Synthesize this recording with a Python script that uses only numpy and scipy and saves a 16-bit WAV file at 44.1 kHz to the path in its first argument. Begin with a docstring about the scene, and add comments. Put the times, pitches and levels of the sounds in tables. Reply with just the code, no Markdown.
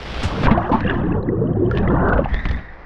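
"""Plunge from a water slide

A rider shoots off a water slide into the pool, holding a waterproof camera. Spray (shaped noise) and slaps
of water (noise bursts over dull thumps) give way to the plunge: big air pockets glug and a cloud of bubbles
gurgles and ticks (decaying sines), muffled by the housing, while buffeting rumbles. The camera rises through
froth and surfaces; drops smack it and the slide rushes on, ringing in the water film on the microphone."""
import sys
import numpy as np
from scipy import signal
from scipy.fft import rfft, irfft
from scipy.io import wavfile
from scipy.ndimage import uniform_filter1d

SR = 44100
rng = np.random.default_rng(int(sys.argv[2]) if len(sys.argv) > 2 else 0)


def waveform_to_disk(signal):
    """Save audio, clipped to [-1, 1], as 16-bit WAV at the path in sys.argv[1]."""
    frames = np.transpose(np.atleast_2d(signal))
    scaled = np.clip(frames, -1, 1) * 32767
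    samples = np.round(scaled).astype(np.int16)
    wavfile.write(sys.argv[1], SR, samples)


N = 125685  # length in samples

# Spray in the open air: level [t/s, level/dB] and spectrum [f/Hz, level/dB]
SPRAY_LEVEL = [(0, -34.5), (.22, -28), (.3, -31), (.38, -32), (.455, -28.5), (.485, -59)]
SPRAY_SPECTRUM = [(40, -15), (150, -6), (500, -2), (1000, -7), (3300, -11.5), (5400, -21.5), (6600, -34),
                  (9000, -41.5), (15000, -59)]
# Rush of the slide through the wet microphone: level [t/s, level/dB] and spectrum [f/Hz, level/dB]
RUSH_LEVEL = [(2.24, -61), (2.29, -30), (2.45, -31.5), (2.68, -37), (2.85, -37.5)]
RUSH_SPECTRUM = [(35, 15.5), (130, -5.5), (650, -3), (1400, -6.5), (1900, -3), (2900, -25), (5000, -31.5),
                 (7500, -57)]
# Two resonances of the draining water film, before flutter [t/s, upper f/Hz, lower level/dB, upper level/dB]
FILM_RESONANCES = [(2.27, 2767, -48.5, -60), (2.338, 3400, -35.5, -49.5), (2.421, 3780, -41, -55.5),
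                   (2.508, 3520, -36, -47), (2.601, 3660, -44.5, -60), (2.739, 3800, -55, -75)]
# Water pushing on the housing: level [t/s, level/dB] and spectrum [f/Hz, level/dB]
BUFFET_LEVEL = [(0, -36), (.2, -24), (.31, -26), (.48, -38), (.85, -25.5), (1.12, -25), (1.24, -31),
                (1.65, -32), (1.8, -20.5), (2.18, -22), (2.28, -27), (2.34, -19), (2.41, -26), (2.55, -19),
                (2.62, -35.5), (2.85, -51)]
BUFFET_SPECTRUM = [(15, 4.5), (35, 4), (60, 8), (100, -8.5), (170, -8), (300, -17), (800, -72.5)]
# Surges that shove the housing [t/s, onset f/Hz, level before swell and decay/dB]
SURGES = [(0.244, 73, -2.5), (0.473, 61.7, -7), (2.15, 52.6, -6), (2.322, 47.5, -10), (2.5, 64.3, -8)]
# Slaps of water on the housing [t/s, level before swell and decay/dB, burst decay time constant/s, cut-off f/Hz]
SLAPS = [(0.229, -20, 0.023, 8300), (0.432, -17, 0.019, 4000), (0.456, -15, 0.0065, 3700),
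         (0.469, -7, 0.004, 2000), (0.508, -13, 0.012, 2950), (.575, -22.5, 0.0065, 3000),
         (0.714, -25.5, 0.041, 3500), (.806, -16.5, 0.0024, 3630), (1.712, -25, 0.0017, 5200),
         (1.75, -35, 0.0046, 4740), (1.773, -18, 0.003, 3770), (1.783, -23, 0.0034, 4000),
         (1.877, -36, 0.005, 4200), (2.084, -30, 0.01, 3800), (2.13, -24, 0.0084, 3000),
         (2.174, -26, 0.013, 2650), (2.24, -25, 0.011, 2760), (2.341, -21.5, 0.005, 4000),
         (2.453, -14.5, 0.005, 3300), (2.486, -28, 0.007, 4800), (2.511, -22.5, 0.0042, 4400),
         (2.582, -35, 0.016, 3000)]
# Large, middling and small bubbles of the cloud: levels [t/s, level/dB]
LARGE_LEVEL = [(.33, -26.5), (.44, -19), (.56, -22), (.68, -26.5), (.87, -22.5), (1.181, -17.5),
               (1.225, -27), (1.291, -19), (1.66, -18), (1.742, -19.5), (1.921, -16), (2.18, -21),
               (2.25, -25)]
MIDDLE_LEVEL = [(.28, -31.5), (.35, -31.5), (.43, -34), (.49, -20.5), (.55, -24.5), (.68, -27), (.745, -21),
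                (.84, -39.5), (.91, -27), (1.07, -36), (1.16, -31), (1.22, -40), (1.66, -42.5), (1.79, -34),
                (1.98, -22), (2.19, -30), (2.29, -38)]
SMALL_LEVEL = [(0.459, -30.5), (.56, -41), (0.659, -36.5), (.69, -48.5), (.84, -33), (.91, -26), (.98, -39),
               (1.13, -44), (1.208, -57), (1.429, -61), (1.68, -53.5), (1.77, -34), (1.83, -40),
               (1.94, -42), (2.02, -44.5), (2.289, -47)]
# The same three sizes heard through the housing: spectra [f/Hz, level/dB]
LARGE_SPECTRUM = [(40, -22.5), (90, -3), (145, -3.5), (220, -0.5), (380, 2), (580, -4), (900, -15),
                  (1400, -33.5)]
MIDDLE_SPECTRUM = [(300, -9), (600, -4), (1120, 3.5), (1350, -1.5), (1800, -7.5), (2100, -10.5),
                   (2400, -31)]
SMALL_SPECTRUM = [(900, 0.5), (1750, 9), (2250, -6.5), (2800, 0), (3500, -8.5), (4600, -24.5), (7000, -41)]
# Froth boiling just under the surface: level [t/s, level/dB] and spectrum [f/Hz, level/dB]
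FROTH_LEVEL = [(1.86, -56), (1.951, -39), (2.04, -23), (2.139, -19), (2.201, -29), (2.23, -47)]
FROTH_SPECTRUM = [(400, -0.5), (1200, -2), (1550, 8), (1800, -22.5), (2100, -22)]
# Fine foam crackling on the housing: level [t/s, level/dB] and spectrum [f/Hz, level/dB]
FOAM_LEVEL = [(.6, -58), (.92, -58), (1.1, -75.5), (1.68, -89), (1.72, -55.5), (1.79, -61.5), (1.97, -72.5),
              (2.28, -72), (2.35, -57), (2.52, -52.5), (2.66, -76)]
FOAM_SPECTRUM = [(1500, 1.5), (5500, -5.5), (7200, -19)]
# Single big air pockets [t/s, onset f/Hz, level before swell, decay, flutter and low-pass/dB,
# cycles of the onset pitch until 60 dB down]
GLUGS = [(.483, 970, -6.5, 39.5), (0.510, 213.4, 8.5, 11.5), (0.509, 1143, -5.5, 57), (0.546, 976, -9, 35),
         (.574, 688, -7.5, 63), (0.697, 505, -10.5, 39.5), (0.714, 268, 4.5, 10.5), (0.723, 1013, -12, 93),
         (.73, 870, -7.5, 90), (0.74, 227, 3.5, 11), (0.848, 186, -5, 18), (0.848, 491, -14, 44),
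         (1.274, 338.8, -13, 61.5), (1.413, 443.4, -13.5, 66), (1.594, 306.4, -11.5, 42),
         (1.62, 349.7, -10, 85.5), (2.189, 547, 2.5, 18.5), (2.257, 775, -4, 17)]
# Small bubbles that burst against the housing [t/s, f/Hz, level before swell, decay and low-pass/dB]
PINGS = [(0.877, 2780, -14), (0.898, 2860, -14.5), (0.897, 3490, -18.5), (1.122, 2630, -24.5),
         (1.228, 4030, -30.5), (1.286, 1946, -20.5), (1.472, 2970, -36.5), (1.532, 3130, -40),
         (1.661, 3060, -34), (1.711, 1380, -11.5), (1.874, 1990, -13.5), (1.885, 3270, -29),
         (2.245, 2700, -22.5), (2.342, 3400, -18.5)]

FILM_LOWER_HZ, FILM_WIDTH_HZ = 1874, 280
SURGE_CYCLES = 6.8  # until 60 dB down
SLAP_ATTACK_SHARE = 0.18  # attack time constant as a share of the decay's
THUMP_HZ, THUMP_DB = 164, 3  # cut-off; level relative to the burst
STEADY_S = 0.056  # the bubble textures are evened over one or two of these
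GLUG_RISE, GLUG_ATTACK_CYCLES = 0.1, 1.4  # fractional climb in pitch by 60 dB down; swell
PING_CYCLES, PING_ATTACK_CYCLES = 55, 4
HOUSING_HZ, HOUSING_CYCLES, HOUSING_DB = 1707, 34, -2.5  # the housing's own ring, level relative to the ping
OVERLOAD = 0.98  # amplitude that rounded peaks approach
TOP_HZ = 15600


def undb(db):
    """Decibels are twenty times the decimal logarithm of the amplitude ratio; return that ratio."""
    return 10 ** (np.asarray(db) / 20)


def unit(x):
    """Normalisation: divide by the root mean square so that it becomes 1."""
    return x / np.sqrt(np.mean(x ** 2) + 1e-18)


def fader(rows, fade_db_per_s=900):
    """Envelope: gain linear in decibels between (t/s, level/dB) points, dying away beyond the ends."""
    t = np.arange(N) / SR
    s, db = np.array(rows).T
    outside_s = np.abs(t - np.clip(t, s[0], s[-1]))
    return undb(np.interp(t, s, db) - fade_db_per_s * outside_s)


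def colour(x, points):
    """Minimum-phase filtering through (f/Hz, level/dB) points, falling steeply above the last; rms 1."""
    hz, db = np.array(points).T
    size = 8192
    f = np.maximum(np.fft.rfftfreq(size, 1 / SR), 1)
    octaves_above = np.log2(np.maximum(f / hz[-1], 1))
    shape_db = np.interp(np.log(f), np.log(hz), db) - 24 * octaves_above
    # folding the cepstrum onto positive time makes the response causal
    cepstrum = irfft(np.log(undb(shape_db)))
    cepstrum[1:size // 2] *= 2
    cepstrum[size // 2 + 1:] = 0
    impulse_response = irfft(np.exp(rfft(cepstrum)))
    return unit(signal.fftconvolve(x, impulse_response)[:N])


def lowpass(x, hz, order=2):
    """Butterworth low-pass: a maximally flat passband below the cut-off."""
    sections = signal.butter(order, min(hz, SR / 2 - 1000), fs=SR, output="sos")
    return signal.sosfilt(sections, x)


def even(x, span_s):
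    """Level equalisation: divide a random texture by its running rms over about the given span."""
    size = max(int(span_s * SR), 2)
    power = uniform_filter1d(uniform_filter1d(x ** 2, size), size)
    return x / np.sqrt(np.abs(power) + 1e-9)


def add(out, s, sound):
    """Superposition: sum a sound into the mix from time s."""
    i = int(np.clip(s * SR, 0, N - 1))
    out[i:i + len(sound)] += sound[:N - i]


def flutter(depth_db, rate_hz):
    """Random amplitude modulation: low-passed noise makes the gain tremble in decibels."""
    return undb(depth_db * unit(lowpass(rng.standard_normal(N), rate_hz)))


def patter(spread_db):
    """Shot noise: countless droplets merge into a hiss; a wider spread of strengths makes it crackle."""
    strength = np.minimum(rng.exponential(size=N), 7)
    return rng.standard_normal(N) * undb(spread_db * strength)


def bubble(hz, cycles, rise, attack_cycles):
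    """Volume pulsation of an air pocket: a damped sine that swells, fades and may climb in pitch."""
    c = np.arange(int(cycles * SR / hz) + 2) * hz / SR  # time in cycles of the onset pitch
    age = c / cycles  # 1 at 60 dB down
    tone = np.sin(2 * np.pi * c * (1 + rise * age / 2))
    decay = np.exp(-np.log(1000) * age)
    swell = 1 - np.exp(-(c / attack_cycles) ** 2)
    return tone * decay * swell


def cloud(low_hz, high_hz, per_s, cycles, rise, spread_db, attack_cycles):
    """Incoherent sum of bubbles of random time, pitch, strength and ring time."""
    out = np.zeros(N)
    count = int(per_s * N / SR)
    for when, pitch, strength, ring in rng.random((count, 4)):
        hz = low_hz * (high_hz / low_hz) ** pitch
        gain = undb(-spread_db * np.log(1 - strength * .99))
        sound = bubble(hz, cycles * 2 ** (ring - .5), rise, attack_cycles)
        add(out, when * N / SR, gain * sound)
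    return out


def water_film():
    """Resonance of a draining film: two narrow bands of noise, the upper gliding, ring fitfully."""
    t = np.arange(N) / SR
    s, upper_hz, lower_db, upper_db = np.array(FILM_RESONANCES).T
    lower = (np.full(N, FILM_LOWER_HZ), lower_db)
    upper = (np.interp(t, s, upper_hz), upper_db)
    film = 0
    for hz, db in (lower, upper):
        phase = 2 * np.pi * np.cumsum(hz) / SR
        # two slow noises in quadrature form a band around the resonance
        a, b = lowpass(rng.standard_normal((2, N)), FILM_WIDTH_HZ / 2)
        band = unit(a * np.cos(phase) + b * np.sin(phase))
        film = film + band * fader(np.column_stack([s, db]))
    return film * flutter(depth_db=4.5, rate_hz=50)


def open_air():
    """Broadband droplet noise: spray before the dive, then the slide's rush with the ringing film."""
    drops = patter(spread_db=3)
    spray = colour(drops, SPRAY_SPECTRUM) * fader(SPRAY_LEVEL)
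    rush = colour(drops, RUSH_SPECTRUM) * fader(RUSH_LEVEL)
    return spray + rush + water_film()


def buffeting():
    """Turbulent pressure: eddies rumble on the housing as low noise and surges shove it as damped sines."""
    eddies = colour(rng.standard_normal(N), BUFFET_SPECTRUM)
    out = even(eddies, 0.025) * fader(BUFFET_LEVEL)
    for s, hz, db in SURGES:
        add(out, s, undb(db) * bubble(hz, SURGE_CYCLES, rise=0.092, attack_cycles=0.36))
    return out


def slaps():
    """Impact of water: a droplet burst over a dull thump; the longer ones swell more slowly."""
    out = np.zeros(N)
    t = np.arange(SR // 4) / SR
    for s, db, decay_s, cut_hz in SLAPS:
        drops, push = rng.standard_normal((2, len(t)))
        muffled = lowpass(lowpass(drops, cut_hz, order=4), 1200, order=1)
        burst = unit(muffled) * np.exp(-t / decay_s)
        # the thump dies away half as fast as the burst
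        thump = undb(THUMP_DB) * unit(lowpass(push, THUMP_HZ, order=3)) * np.exp(-t / decay_s / 2)
        attack = 1 - np.exp(-t / (SLAP_ATTACK_SHARE * decay_s))
        add(out, s, undb(db) * (burst + thump) * attack)
    return out


def bubbling():
    """Pitch falls with bubble size: low gurgle, burble and fine ticking, with boiling froth and foam noise."""
    large = cloud(low_hz=80, high_hz=900, per_s=380, cycles=38, rise=.24, spread_db=2.1, attack_cycles=2.2)
    middle = cloud(low_hz=500, high_hz=1900, per_s=1100, cycles=48, rise=.13, spread_db=3, attack_cycles=1.8)
    small = cloud(low_hz=1500, high_hz=6000, per_s=2200, cycles=42, rise=.03, spread_db=4.2,
                  attack_cycles=3.5)
    froth = cloud(low_hz=450, high_hz=1900, per_s=2000, cycles=28, rise=.12, spread_db=2.5, attack_cycles=1.2)
    gurgle = even(colour(large, LARGE_SPECTRUM), STEADY_S) * fader(LARGE_LEVEL)
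    burble = even(colour(middle, MIDDLE_SPECTRUM), STEADY_S) * fader(MIDDLE_LEVEL)
    ticking = even(colour(small, SMALL_SPECTRUM), 2 * STEADY_S) * fader(SMALL_LEVEL)
    boiling = even(colour(froth, FROTH_SPECTRUM), STEADY_S) * fader(FROTH_LEVEL)
    foam = colour(patter(spread_db=6.0), FOAM_SPECTRUM) * fader(FOAM_LEVEL)
    return gurgle + burble + ticking + boiling + foam


def near_bubbles():
    """Free and forced ringing: wobbling air pockets glug; small bubbles ping and set the housing ringing."""
    glugs, pings = np.zeros(N), np.zeros(N)
    for s, hz, db, cycles in GLUGS:
        add(glugs, s, undb(db) * bubble(hz, cycles, GLUG_RISE, GLUG_ATTACK_CYCLES))
    for s, hz, db in PINGS:
        ping = bubble(hz, PING_CYCLES, 0, PING_ATTACK_CYCLES)
        housing_ring = bubble(HOUSING_HZ, HOUSING_CYCLES, 0, PING_ATTACK_CYCLES)
        add(pings, s, undb(db) * ping)
        add(pings, s, undb(db + HOUSING_DB) * housing_ring)
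    wobbling = glugs * flutter(depth_db=2, rate_hz=97)
    return lowpass(wobbling + pings, 3800, order=4)


def scene():
    """Superposition of all sources at the one microphone."""
    mix = open_air() + buffeting() + slaps() + bubbling() + near_bubbles()
    return mix[None]


def record(dry):
    """Saturation and band limiting: the camera rounds the loudest peaks and cuts the top."""
    rounded = dry / (1 + (dry / OVERLOAD) ** 6) ** (1 / 6)
    # 0.2 dB passband ripple, 70 dB stopband rejection
    top_cut = signal.ellip(8, .2, 70, TOP_HZ, fs=SR, output="sos")
    return signal.sosfilt(top_cut, rounded)


dry = scene()
out = record(dry)
waveform_to_disk(out)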